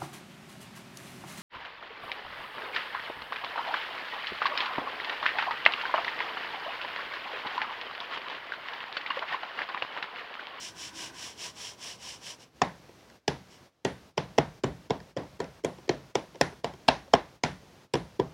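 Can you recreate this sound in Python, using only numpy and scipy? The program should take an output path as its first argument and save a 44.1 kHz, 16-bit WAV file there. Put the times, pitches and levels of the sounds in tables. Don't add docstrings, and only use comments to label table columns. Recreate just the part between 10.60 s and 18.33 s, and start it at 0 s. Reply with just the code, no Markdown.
import sys
import numpy as np
from scipy import signal
from scipy.fft import rfft, irfft, next_fast_len
from scipy.io import wavfile
from scipy.ndimage import uniform_filter1d

SR = 44100
rng = np.random.default_rng(int(sys.argv[2]) if len(sys.argv) > 2 else 0)


def transcribe(signal):
    frames = np.atleast_2d(signal).T
    limited = np.clip(frames, -1, 1)
    pcm = np.round(limited * 32767).astype(np.int16)
    wavfile.write(sys.argv[1], SR, pcm)


N = 340893
TIME = np.arange(N) / SR
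KNOCK_TIME = np.arange(SR // 10) / SR

# t/s, table level/dB, hollow level/dB, shell level/dB, tick level/dB, hollow tilt/dB,
# lead of the first edge/s, gain of that edge/dB, lull before it/s
DABS = [(2.017, -29, -30.5, -20.5, -34.5, -8.5, 0.0031, -24.5, 0.015),
        (2.6783, -30, -27, -27.5, -32.5, -6, 0.0005, -22, .11),
        (3.2502, -33, -34.5, -32.5, -41.5, -9, 0.0015, 8, 0.18),
        (3.577, -31.5, -29, -27, -37.5, -9, 0.0043, -13, 0.08),
        (3.783, -23.5, -23.5, -19, -33.5, 4, 0.0037, -3.5, 0),
        (4.0409, -29, -31.5, -32.5, -45, 1, 0.005, 5, 0.049),
        (4.305, -29.5, -25.5, -28, -43.5, -3, 0.0069, -9, 0.029),
        (4.5707, -36.5, -34.5, -39.5, -50, 22, 0.0052, 1, 0.057),
        (4.8019, -35.5, -29, -36.5, -45.5, -2.5, .009, -20, 0.024),
        (5.0463, -34.5, -25, -34.5, -41.5, -0.5, .0088, -11, 0.043),
        (5.292, -31.5, -21.5, -30, -34.5, -0.5, 0.013, -21, 0.015),
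        (5.5534, -38, -24, -28, -35.5, 3, 0.0043, -22, .04),
        (5.811, -28, -22, -23, -27, 31, 0.0053, -33, 0),
        (6.0432, -38, -31, -31, -43, 20, 0.0049, -17, 0.044),
        (6.2845, -25, -28.5, -15, -26, -15, 0.004, -7, 0.00068),
        (6.536, -23.5, -20, -13, -29.5, 2, 0.0033, -16, 0),
        (6.836, -29.5, -36, -28, -32.5, 22, 0.0017, -3, 0.073),
        (7.339, -29.5, -30.5, -31.5, -38.5, 1.5, 0.0023, 3.5, 0.092),
        (7.5974, -32, -21.5, -29, -49.5, -18.5, .0046, -7, 0.023)]
# f/Hz, gain/dB
HOLLOW_MODES = [(382, 1), (485, 0.029)]
SHELL_MODES = [(675, -2.5), (810, -0.4), (1000, 0.4)]
RIM_MODES = [(1400, -5.5), (1620, -1.5), (1900, 1.5), (2380, 2.5), (2950, 4.5), (3450, 4)]
TICK_MODES = [(4150, 9), (5200, 19.5), (5750, 14.5), (7000, 9.5), (9600, -10.5), (12500, -34)]


def undb(db):
    return 10 ** (np.asarray(db) / 20)


def unit(x):
    return x / np.sqrt(np.mean(x ** 2))


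def add(out, at_s, x):
    i = int(at_s * SR)
    out[i:i + len(x)] += x[:len(out) - i]


def band(x, low_hz, high_hz, order=2):
    sos = signal.butter(order, [low_hz, min(high_hz, SR / 2.2)], "band", fs=SR, output="sos")
    return signal.sosfilt(sos, x + 1e-18)


def colour(x, points):
    hz, db = np.transpose(points)
    size = next_fast_len(N)
    bins_hz = np.maximum(np.fft.rfftfreq(size, 1 / SR), 1)
    gain = undb(np.interp(np.log(bins_hz), np.log(hz), db))
    return irfft(rfft(x, size) * gain, size)[:N]


def wander(rate_hz):
    return np.interp(TIME * rate_hz, np.arange(4096), rng.standard_normal(4096))


def resonate(force, modes):
    return unit(sum(undb(db) * signal.lfilter(*signal.iirpeak(hz, hz / width, fs=SR), force)
                    for hz, width, db in modes))


def slips(grain_db, flutter_db):
    return rng.standard_normal(N) * undb(grain_db * rng.standard_normal(N) + flutter_db * wander(140))


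def sliding(power, inertia_s=0.035):
    # t/s, length/s, level at full speed/dB
    strokes = [(-.04, 0.18, -41), (0.134, 0.2, -41.5), (0.315, 0.21, -39), (0.512, 0.26, -41.5),
               (0.754, 0.18, -38.5), (0.921, 0.25, -41), (1.166, 0.22, -40.5), (1.368, 0.24, -42.5),
               (1.593, 0.18, -42), (1.783, 0.081, -52.5), (2.873, 0.13, -57.5)]
    gain = np.zeros(N)
    for start_s, length_s, db in strokes:
        speed = np.abs(np.sin(np.pi * np.clip((TIME - start_s) / length_s, 0, 1)))
        gain += undb(db) * speed ** power
    return uniform_filter1d(gain, size=int(inertia_s * SR))


def scrub(rumble_db=-11):
    # f/Hz, gain/dB
    felt_spectrum = [(710, -40), (1200, -23), (1380, -40), (1570, -6), (1780, -7.5), (2680, -3),
                     (2980, 2.5), (3770, -5.5), (4670, -5.5), (5550, 2.5), (6510, -7.5), (7170, -7),
                     (10100, -17), (11900, -25), (15500, -32)]
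    # f/Hz, width/Hz, gain/dB
    drag_modes = [(130, 430, -12), (353, 16, -7), (485, 220, 8), (716, 245, 12.5), (976, 76, 17),
                  (1530, 330, -1), (3050, 300, 1)]
    hiss = unit(colour(slips(grain_db=3, flutter_db=-1.0), felt_spectrum))
    rumble = resonate(slips(grain_db=4, flutter_db=2.0), drag_modes)
    return sliding(power=1.83) * hiss + undb(rumble_db) * sliding(power=0.96) * rumble


def case_drone(inertia_s=0.027, fade_s=0.06):
    # t/s, level/dB
    course = [(0, -56.5), (.2, -56), (.45, -50), (0.601, -55.5), (.8, -70)]
    # f/Hz, width/Hz, gain/dB
    drone_modes = [(326, 19, 9), (1010, 130, 3.5), (1544, 130, 3.5)]
    times, db = np.transpose(course)
    smooth_db = uniform_filter1d(np.interp(TIME, times, db), size=int(inertia_s * SR))
    fade = np.interp(TIME, [times[-1], times[-1] + fade_s], [1, 0])
    return undb(smooth_db) * fade * resonate(rng.standard_normal(N), drone_modes)


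def hush(level_db=-56, waver_db=0.4, sink_db_per_s=400, deepest_db=16, return_s=0.0054):
    # f/Hz, gain/dB
    hush_spectrum = [(25, -29), (55, -1), (130, 2), (320, -1), (550, -3), (1000, -7), (1400, -10.5),
                     (3000, -14.5), (5800, -17), (8000, -25.5), (12000, -29.5), (16000, -31.5)]
    dip_at_s, dip_length_s, dip_db = 1.912, 0.085, 10
    dip = np.exp(-(2 * (TIME - dip_at_s) / dip_length_s) ** 2)
    db = level_db + waver_db * wander(2.3) - dip_db * dip
    for at_s, *_, lead_s, _, lull_s in DABS:
        touch_s = at_s - lead_s
        sunk_db = np.clip(sink_db_per_s * (TIME - touch_s + lull_s), 0, deepest_db)
        db -= sunk_db * np.clip((touch_s - TIME) / return_s, 0, 1)
    return undb(db) * unit(colour(rng.standard_normal(N), hush_spectrum))


def room(x, gap_s=0.006, build_s=0.00072):
    # low f/Hz, high f/Hz, t60/s, gain/dB
    decay_bands = [(46.6, 92, 0.5, -3.5), (122, 194.6, 0.45, -5.5), (204, 320, 0.21, -6.5),
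                   (294, 656, 0.22, -10), (580, 1075, 0.26, -10), (1320, 2150, 0.29, -7.5),
                   (2147, 4120, 0.28, -12), (3860, 6230, 0.31, -15.5), (6850, 7700, 0.34, -18),
                   (8430, 11000, 0.43, -10.5)]
    # delay/s, gain
    echoes = [(.0073, 0.11), (0.011, 0.064)]
    out = np.zeros(N)
    for low_hz, high_hz, t60, db in decay_bands:
        energy = band(x, low_hz, high_hz) ** 2
        for time_s in (build_s, t60 / np.log(10 ** 6)):
            pole = np.exp(-1 / (time_s * SR))
            energy = signal.lfilter([1 - pole], [1, -pole], energy)
        diffuse = unit(band(rng.standard_normal(N), low_hz, high_hz, order=3))
        add(out, gap_s, undb(db) * np.sqrt(energy) * diffuse)
    for delay_s, gain in echoes:
        add(out, delay_s, gain * uniform_filter1d(x, size=5))
    return out


def ring(force, modes, db, tilt_db=0, life_cycles=24, detune=0.059, knock_s=0.015):
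    hz, mode_db = np.transpose(modes)[:, :, None]
    pitch_luck, level_luck = rng.standard_normal((2, len(hz), 1))
    gain = undb(mode_db + tilt_db * np.linspace(0, 1, len(hz))[:, None] + 1.42 * level_luck)
    gain[1::2] *= -1
    cycles = hz * (1 + detune * pitch_luck) * KNOCK_TIME
    decay = np.exp(-np.log(1000) * cycles / life_cycles)
    response = np.sum(gain * np.sin(2 * np.pi * cycles) * decay, axis=0)
    motion = signal.fftconvolve(force, response)[:len(KNOCK_TIME)]
    sound = band(motion, 0.66 * hz.min(), 1.5 * hz.max())
    return sound * undb(db) * np.sqrt(knock_s * SR / np.sum(sound ** 2))


def push(contact_s):
    return KNOCK_TIME * np.exp(-KNOCK_TIME / contact_s)


def chatter(fade_s, rise_s=0.00026):
    envelope = np.exp(-KNOCK_TIME / fade_s) * (1 - np.exp(-KNOCK_TIME / rise_s))
    return rng.standard_normal(len(KNOCK_TIME)) * envelope


def first_edge(hollow_db, shell_db, rim_db, tick_db, tilt_db, soft_shell_db=-14, soft_click_db=-6.5):
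    hollow = ring(push(0.00036), HOLLOW_MODES, hollow_db, tilt_db, life_cycles=11)
    shell = ring(push(0.0008), SHELL_MODES, shell_db + soft_shell_db)
    click = ring(chatter(0.0022), RIM_MODES, rim_db) + ring(chatter(0.0013), TICK_MODES, tick_db)
    return hollow + shell + undb(soft_click_db) * click


def landing(contact_s, chatter_s, roughness=0.65):
    smooth, uneven = push(contact_s), chatter(chatter_s)
    return smooth / smooth.sum() + roughness * uneven / np.linalg.norm(uneven)


def table_thump(db, strength_db, boom_db=-15):
    # f/Hz, gain/dB
    table_modes = [(140, 7), (178, 5.5), (250, 7.5)]
    thump = ring(push(0.000069), table_modes, db, tilt_db=1 + 0.49 * strength_db, life_cycles=13)
    boom = ring(push(0.00092), [(70, 0)], db + boom_db, life_cycles=2.8)
    return thump + boom


def case_knock(hollow_db, shell_db, tilt_db, chatter_s=0.003):
    hollow = ring(landing(0.000071, chatter_s), HOLLOW_MODES, hollow_db, tilt_db, life_cycles=12.2)
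    shell = ring(landing(0.0001, chatter_s), SHELL_MODES, shell_db, tilt_db=-0.5)
    return hollow + shell


def rim_click(rim_db, tick_db):
    rim = ring(chatter(0.0033), RIM_MODES, rim_db, tilt_db=0.51 * (tick_db - rim_db))
    return rim + ring(chatter(0.003), TICK_MODES, tick_db)


def dabs(settle_s=0.00042, usual_db=-30.5):
    direct, to_room = np.zeros((2, N))
    for at_s, table_db, hollow_db, shell_db, tick_db, tilt_db, lead_s, edge_db, _ in DABS:
        rim_db = 0.38 + shell_db + 0.57 * (tick_db - shell_db)
        thump = table_thump(table_db, strength_db=shell_db - usual_db)
        knock = case_knock(hollow_db, shell_db, tilt_db)
        click = rim_click(rim_db, tick_db)
        edge = undb(edge_db) * first_edge(hollow_db, shell_db, rim_db, tick_db, tilt_db)
        room_db = 2.5 - 0.53 * ((hollow_db + shell_db) / 2 - usual_db)
        for early_s, sound in [(lead_s, edge), (settle_s, -(thump + knock)), (0, click)]:
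            add(direct, at_s - early_s, sound)
            add(to_room, at_s - early_s, undb(room_db) * sound)
    return direct, to_room


def nudges(contact_s=0.0018, shell_db=-5, tick_db=-6):
    # t/s, knock level/dB, click level/dB
    rattles = [(2.291, -52, -65), (2.407, -69, -67), (2.499, -74, -59.5), (4.402, -56, -54),
               (4.842, -49, -53.5), (5.184, -51.5, -64), (5.746, -48.5, -62), (5.756, -47, -57),
               (5.923, -49, -64), (6.136, -50, -59), (6.477, -54, -68.5), (6.55, -34, -38.5),
               (6.847, -47, -44), (7.353, -30, -41.5)]
    out = np.zeros(N)
    for at_s, knock_db, click_db in rattles:
        hollow = ring(chatter(contact_s), HOLLOW_MODES, knock_db)
        shell = ring(chatter(2 * contact_s), SHELL_MODES, knock_db + shell_db)
        rim = ring(chatter(contact_s), RIM_MODES, click_db)
        tick = ring(chatter(contact_s), TICK_MODES, click_db + tick_db)
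        add(out, at_s, hollow + shell + rim + tick)
    return out


def scene(handling_room_db=-9):
    direct, to_room = dabs()
    handling = scrub() + case_drone() + nudges()
    reflections = room(to_room + undb(handling_room_db) * handling)
    return (direct + handling + reflections + hush())[None]


def record(dry, low_hz=45, top_hz=15850):
    thin = signal.sosfilt(signal.butter(3, low_hz, "high", fs=SR, output="sos"), dry)
    rounded = np.tanh(thin)
    return signal.sosfilt(signal.ellip(10, .1, 70, top_hz, fs=SR, output="sos"), rounded)


dry = scene()
out = record(dry)
transcribe(out)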